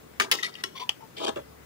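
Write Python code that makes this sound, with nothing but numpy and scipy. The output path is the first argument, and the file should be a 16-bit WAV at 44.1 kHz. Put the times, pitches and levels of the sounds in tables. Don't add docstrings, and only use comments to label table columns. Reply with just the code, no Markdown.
import sys
import numpy as np
from scipy import signal
from scipy.fft import rfft, irfft
from scipy.io import wavfile
from scipy.ndimage import uniform_filter1d

SR = 44100
rng = np.random.default_rng(int(sys.argv[2]) if len(sys.argv) > 2 else 0)


def wrap_up_sound(samples):
    columns = np.atleast_2d(samples).T
    tamed = np.clip(columns, -1, 1)
    steps = np.round(tamed * 32767).astype(np.int16)
    wavfile.write(sys.argv[1], SR, steps)


def linear_from_db(decibels):
    return 10 ** (np.asarray(decibels, float) / 20)


N = 72765
LAG_S = 0.0008


def evened(x):
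    return x / np.sqrt(np.mean(x ** 2) + 1e-20)


def read(points, hz):
    f, value = np.transpose(points)
    return np.interp(np.log(hz + 1), np.log(f + 1), value)


def colour(x, points, share):
    hz = np.fft.rfftfreq(len(x), 1 / SR)
    return irfft(rfft(x) * linear_from_db(share * read(points, hz)), len(x))


def resonate(x, hz, width):
    turn = np.exp(2j * np.pi * np.cumsum(hz * np.ones(x.shape[-1])) / SR)
    decay = np.exp(-np.pi * width / SR)
    return 2 * (turn * signal.lfilter([1 - decay], [1, -decay], x / turn)).real


# frequency in Hz, level in dB per Hz.
HISS = [(55, -25), (130, -2.5), (440, -8.5), (800, -14.5), (3000, -22), (12000, -28.5), (15700, -29),
        (16100, -58)]
# frequency in Hz, correlation (1 = same).
HISS_ALIKE = [(60, 1), (600, 0.09), (3000, 0.067), (15000, 0.13)]
# frequency in Hz, left minus right in dB.
HISS_SIDES = [(60, -3), (180, 3), (550, 6.5), (1650, 11.5), (4970, 1), (15000, -3.5)]


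def kitchen_hiss():
    level_db, patch_db = -51.5, -1.5
    hz = np.fft.rfftfreq(1024, 1 / SR)
    a, b, c, d, patches = rng.standard_normal((N // 256 + 5, len(hz), 5)).T
    patches = uniform_filter1d(patches, size=10, axis=0)
    patches = evened(uniform_filter1d(patches, size=10, axis=1))
    alike = read(HISS_ALIKE, hz)[:, None]
    side = linear_from_db(read(HISS_SIDES, hz) / 2)[:, None]
    left = a + 1j * b
    right = alike * left + np.sqrt(1 - alike ** 2) * (c + 1j * d)
    spectrum = np.array([side * left, right / side])
    spectrum *= linear_from_db(read(HISS, hz)[:, None] + patch_db * patches)
    hiss = signal.istft(spectrum, nperseg=1024, noverlap=768)[1][:, :N]
    return linear_from_db(level_db) * evened(hiss)


# frequency in Hz, level in dB.
TONES = [(441.4, -63), (589, -70), (2013, -73), (6681, -82), (8554, -82), (10616, -86), (14858, -79),
         (15057, -75)]
# time in seconds, level in dB.
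HUM = [(0, -65), (.25, -63), (.32, -113), (1.25, -65), (1.38, -59.5), (1.65, -59)]


def appliances():
    hum_hz, whine_hz, whine_width_hz, whine_db = 69.7, 15000, 400, -73
    t = np.arange(N) / SR
    tones = np.zeros(N)
    for hz, db in TONES:
        waver = 1 + 0.32 * evened(uniform_filter1d(rng.standard_normal(N), size=2000))
        tones += np.sqrt(2) * linear_from_db(db + 2) * waver * np.sin(2 * np.pi * (hz * t + rng.random()))
    hum = np.sqrt(2) * linear_from_db(np.interp(t, *np.transpose(HUM))) * np.sin(2 * np.pi * hum_hz * t)
    whine = resonate(rng.standard_normal((2, N)), whine_hz, whine_width_hz)
    whine = resonate(whine, whine_hz, whine_width_hz)
    return tones + hum * linear_from_db([[1.5], [-1.5]]) + linear_from_db(whine_db) * evened(whine)


def room(x):
    level_db, t60_s = -17, 0.15
    t = np.arange(SR // 2) / SR
    tail = rng.standard_normal((2, len(t))) * linear_from_db(-60 * t / t60_s) * (t > 0.005)
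    tail /= np.linalg.norm(tail[0])
    return linear_from_db(level_db) * signal.fftconvolve(x, tail, axes=1)[:, :N]


# frequency in Hz, left minus right in dB.
POT_SIDES = [(100, 2), (350, -2), (650, 3), (1300, 7), (2500, 3), (5000, 4), (9000, 8), (15000, 4)]


def ports(a, b):
    alike, pad = 0.13, np.zeros(256)
    right = alike * a + np.sqrt(1 - alike * alike) * b
    sides = [colour(np.r_[pad, a], POT_SIDES, 0.5), colour(np.r_[pad, right], POT_SIDES, -0.5)]
    return np.array(sides)[:, len(pad):] / np.sqrt(len(a))


def ring(modes, bed, bed_db, t60):
    damping = 0.0061
    port_turn, port_spread = 0.2, 0.14
    t = np.arange(8192) / SR
    hz, width, db = np.transpose(modes)[:, :, None]
    width = width + damping * hz
    first, spread = rng.random((2, len(modes), 1))
    second = first + port_turn + port_spread * spread - hz * LAG_S
    waves = np.sin(2 * np.pi * (hz * t + np.array([first, second])))
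    clear = (linear_from_db(db) * width * np.exp(-np.pi * width * t) * waves).sum(axis=1)
    dense = np.array([colour(noise, bed, 0.82) for noise in rng.standard_normal((2, len(t)))])
    dense *= linear_from_db(-60 * t / t60)
    return ports(*(evened(clear) + linear_from_db(bed_db) * evened(dense)))


def crack(bed):
    level_db, tilt_db_per_octave, port_shift_s, size = 5.5, 6, 0.0006, 8192
    hz = np.fft.rfftfreq(size, 1 / SR)
    tilt = tilt_db_per_octave * np.log2(1 + hz / 1000)
    cepstrum = irfft(np.log(linear_from_db(read(bed, hz) + tilt)))
    fold = np.r_[1, 2 * np.ones(size // 2 - 1), 1, np.zeros(size // 2 - 1)]
    click = evened(irfft(np.exp(rfft(cepstrum * fold))))
    return linear_from_db(level_db) * ports(click, np.roll(click, round(port_shift_s * SR)))


# start in seconds, length in seconds, first pressure in dB,
# last pressure in dB, extra weight on low modes in dB.
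STROKES = [(0.202, 0.048, -25.5, -34.5, 4.5), (0.243, 0.065, -46.5, -57.5, 14),
           (0.319, 0.022, -34, -29.5, 13.5), (0.337, 0.019, -31.5, -28.5, 10), (0.365, 0.053, -39, -42, 9),
           (0.427, 0.04, -25, -33, 3), (0.474, 0.0284, -40, -41.5, 12.5), (0.52, 0.092, -53, -46, -37),
           (0.635, 0.067, -31.5, -54.5, 6), (0.704, 0.064, -58, -54, 9.5), (0.754, 0.035, -43.5, -37.5, 2),
           (0.795, 0.041, -36, -41.5, 6), (0.838, 0.032, -65, -62, 14), (0.904, 0.029, -54, -66, 0),
           (1.004, 0.045, -60.5, -64.5, 14.5), (1.166, 0.032, -40, -40.5, 3.5),
           (1.199, 0.055, -41.5, -30.5, 10), (1.261, 0.033, -35.5, -30, 10),
           (1.292, 0.057, -40.5, -62, 14.5), (1.36, 0.041, -37, -47.5, 17.5), (1.4, 0.02, -55, -52.5, 13)]


def scrape():
    slips_per_s, spread_db, split_hz, edge_s = 9000, 2.5, 1070, 0.0019
    t = np.arange(N) / SR
    size = linear_from_db(spread_db * np.minimum(rng.exponential(1, N), 4))
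    slips = rng.random(N) < slips_per_s / SR
    grit = evened(size * slips * rng.standard_normal(N))
    low = signal.sosfilt(signal.butter(2, split_hz, fs=SR, output="sos"), grit)
    high = signal.sosfilt(signal.butter(2, split_hz, "high", fs=SR, output="sos"), grit)
    out = np.zeros(N)
    for start, length, first_db, last_db, low_db in STROKES:
        end = start + length
        touch = np.clip(np.minimum(t - start, end - t) / edge_s + 0.5, 0, 1)
        pressure = linear_from_db(np.interp(t, [start, end], [first_db, last_db]))
        out += touch * pressure * (high + linear_from_db(low_db) * low)
    return out


# time in seconds, frequency in Hz.
SQUEAK = [(.75, 1080), (.85, 989.6), (.98, 880), (1.05, 897)]


def squeak(slips, zone):
    level_db, width_hz = 27, 30
    pitch = np.interp(np.arange(N) / SR, *np.transpose(SQUEAK))
    tone = resonate(slips * ((zone == 4) | (zone == 5)), pitch, width_hz)
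    return linear_from_db(level_db) * tone * linear_from_db([[4], [-4]])


# time in seconds, peak in dB, colour centre in Hz, colour level in dB,
# push on the ring in dB.
KNOCKS = [(0.198, -14, 2590, -8, 6), (0.1995, -13.5, 3400, 0.5, 10), (0.2068, -24.5, 1600, 21.5, 0.5),
          (0.2178, -20.5, 5100, -0.5, 8.5), (0.3132, -11, 10400, 19, 3), (0.3155, -15, 3600, 6, 1.5),
          (0.3188, -27, 10400, 28.5, 4.5), (0.3203, -9.5, 5500, -23, 5.5), (0.3248, -19, 3480, -4, 6.5),
          (0.3856, -39, 2030, 21, 9), (0.4303, -22.5, 3760, 1.5, 12.5), (0.444, -37, 4630, 8, 19),
          (0.464, -39, 2080, 21, 12), (0.5389, -50.5, 4460, 20.5, 10.5), (0.552, -46.5, 2920, 17, 16),
          (0.6368, -19, 4420, -32, 6.5), (0.8912, -17.5, 3370, -8.5, 11), (1.167, -49, 4400, 16, -12),
          (1.1799, -50, 3250, 3, -1), (1.221, -47, 800, 21, 4), (1.2462, -26, 900, -10, -2),
          (1.268, -33, 3150, 15, 7.5), (1.2800, -24, 1670, 3, 8), (1.358, -39.5, 3400, 2, 12),
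          (1.371, -39, 600, 18, 11), ]


def knocks():
    onset_s, chatter_s, chatter_db, contact_db = 0.003, 0.002, -3, 7
    t = np.arange(1024) / SR
    out = np.zeros((2, N))
    envelope = np.minimum(t / onset_s, 1) ** 4 * np.exp(-np.maximum(t - onset_s, 0) / chatter_s)
    chatter = linear_from_db(chatter_db) * envelope * rng.standard_normal((30, len(t)))
    for (s, db, hz, colour_db, ring_db), burst in zip(KNOCKS, chatter):
        burst[round(onset_s * SR)] += linear_from_db(contact_db)
        width = 0.25 * hz
        tint = resonate(resonate(burst, hz, width), hz, width)
        burst = burst + linear_from_db(colour_db) * tint
        at = round((s - onset_s + 0.001) * SR)
        out[:, at:at + len(t)] += linear_from_db(db - 8.5) * burst * linear_from_db([[ring_db], [0]])
    return out


# frequency in Hz, width in Hz, level in dB.
RIM = [(390.5, 33, 1.5), (645, 9.9, 1), (1035, 60, -4.5), (1220, 74, 3.5), (1611, 29, 6), (2010, 190, 1.5),
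       (2320, 100, -5), (2490, 39, -12), (3450, 73, -4.5), (3630, 50, -9), (4720, 110, -6),
       (6870, 660, -13)]
# frequency in Hz, width in Hz, level in dB.
WALL = [(386.7, 19, 3.5), (1300, 50, -0.5), (1870, 12, 7), (2076, 58, 5), (2240, 24, 4.5), (2510, 45, 3),
        (2955, 53, 2.5), (3280, 62, 4.5), (3610, 49, 0), (3785, 55, 2), (4654, 69, 2), (5500, 260, -0.5),
        (6430, 95, -1.5), (10400, 140, -17.5)]
# frequency in Hz, width in Hz, level in dB.
SLOPE = [(394, 22, -12), (710, 34, -38), (1279, 30, -0.5), (1973, 34, 5.5), (1986, 35, -6.5),
         (2232, 40, -5), (3160, 130, -9), (3400, 67, -32), (3720, 42, -4), (4260, 140, -15),
         (4620, 88, -10.5), (5600, 190, -15), (6700, 71, -25)]
# frequency in Hz, width in Hz, level in dB.
LOWER = [(381, 32, -7), (1074, 17, -8), (1360, 20, -3), (1930, 34, 1.5), (2214, 26, -5.5), (3008, 52, -1),
         (3340, 57, -7.5), (4340, 24, -10), (5440, 68, -6.5), (6540, 100, -15.5)]
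# frequency in Hz, width in Hz, level in dB.
DEEP = [(419, 17, -13.5), (2190, 170, -6.5), (3060, 100, -11), (3330, 48, -6), (3580, 51, -2.5),
        (3560, 77, -1), (4350, 270, -16), (4600, 75, -11), (5650, 68, -17), (6070, 91, -21)]
# frequency in Hz, width in Hz, level in dB.
CORNER = [(670, 24, -6), (930, 74, -7), (1310, 23, 2.5), (2350, 73, -7), (2840, 60, 3), (3020, 160, 4.5),
          (3375, 160, 0), (3680, 36, -31), (4560, 140, -6), (5710, 170, 0), (7100, 310, -39)]
# frequency in Hz, width in Hz, level in dB.
BASE = [(378, 124, -6.5), (487, 90, -7.5), (654.7, 19.4, 1), (818, 106, -5), (940, 25, -4.5),
        (1277, 20, -2), (1720, 28, 4), (2400, 190, 0.5), (3200, 106, 4.5), (3600, 160, -8),
        (4460, 170, -13), (5870, 220, -18.5)]
# frequency in Hz, width in Hz, level in dB.
FOOD = [(315, 90, -9.5), (510, 71, -6), (590, 44, -0.5), (1530, 33, -10), (1804, 69, -8.5), (2740, 200, 3),
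        (3400, 93, 2.5)]
# frequency in Hz, level in dB per Hz.
RIM_BED = [(200, 5), (500, -16.5), (1200, 2), (2300, 11.5), (4500, -2), (9000, -12), (15500, -30),
           (17000, -36)]
# frequency in Hz, level in dB per Hz.
WALL_BED = [(200, -40), (400, -44), (800, -2), (3000, 14.5), (6000, -5.5), (10000, -23), (15500, -18),
            (17000, -23)]
# frequency in Hz, level in dB per Hz.
SLOPE_BED = [(200, -45), (700, -15), (2000, 2.5), (4000, 1), (6000, -9), (9000, -11), (15500, -34),
             (17000, -66)]
# frequency in Hz, level in dB per Hz.
DEEP_BED = [(200, -24), (800, 5.5), (1600, -5), (3200, 3), (4800, -2.5), (7000, -10.5), (15500, -44),
            (17000, -65)]
# frequency in Hz, level in dB per Hz.
BASE_BED = [(120, 0), (300, -13.5), (700, -37), (1500, -3.5), (3300, -5), (8000, -16.5), (16000, -69)]
ZONE_ENDS_S = [
    .311,
    .424,
    .63,
    .745,
    .886,
    1.1,
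    1.345,
    1.7,
]
BED_DB = (-3.5, -4, -10.5, -9.5, -13.5, -12.5, -6, -13.5)
BED_T60_S = (0.052, 0.073, 0.09, 0.032, 0.16, 0.064, 0.027, 0.044)
ZONE_PAN_DB = (-2, 1, 0.5, 2, -2.5, 3.5, 2, -1)


def pot():
    rumble_hz = 215
    zone = np.searchsorted(ZONE_ENDS_S, np.arange(N) / SR)
    blow, crack_push = knocks()
    slips = scrape()
    modes = (RIM, WALL, SLOPE, LOWER, DEEP, CORNER, BASE, FOOD)
    beds = (RIM_BED, WALL_BED, SLOPE_BED, SLOPE_BED, DEEP_BED, DEEP_BED, BASE_BED, BASE_BED)
    out = squeak(slips, zone)
    for k, (mode, bed) in enumerate(zip(modes, beds)):
        pan = linear_from_db([[ZONE_PAN_DB[k] / 2], [-ZONE_PAN_DB[k] / 2]])
        answers = ring(mode, bed, BED_DB[k], BED_T60_S[k]), crack(bed)
        for push, answer in zip((blow + slips, crack_push), answers):
            touched = push * (zone == k)
            out += signal.fftconvolve(touched[None], answer * pan, axes=1)[:, :N]
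    return signal.sosfilt(signal.butter(4, rumble_hz, "high", fs=SR, output="sos"), out)


def scene():
    sheen_hz, sheen_width_hz, sheen_db = 15400, 980, 4
    metal = pot()
    metal = metal + linear_from_db(sheen_db) * resonate(metal, sheen_hz, sheen_width_hz)
    return metal + room(metal) + kitchen_hiss() + appliances()


def top_cut(x):
    return signal.sosfilt(signal.butter(12, 17060, fs=SR, output="sos"), x)


def record(dry):
    edge_hz, leak_db = 15850, -24
    lag = round(LAG_S * SR)
    left = np.r_[dry[0, :lag][::-1], dry[0, :N - lag]]
    late = np.array([left, dry[1]])
    cut = signal.oaconvolve(late, signal.firwin(255, edge_hz, fs=SR)[None], "same")
    mix = cut + linear_from_db(leak_db) * (late - cut)
    return top_cut(mix)


dry = scene()
out = record(dry)
wrap_up_sound(out)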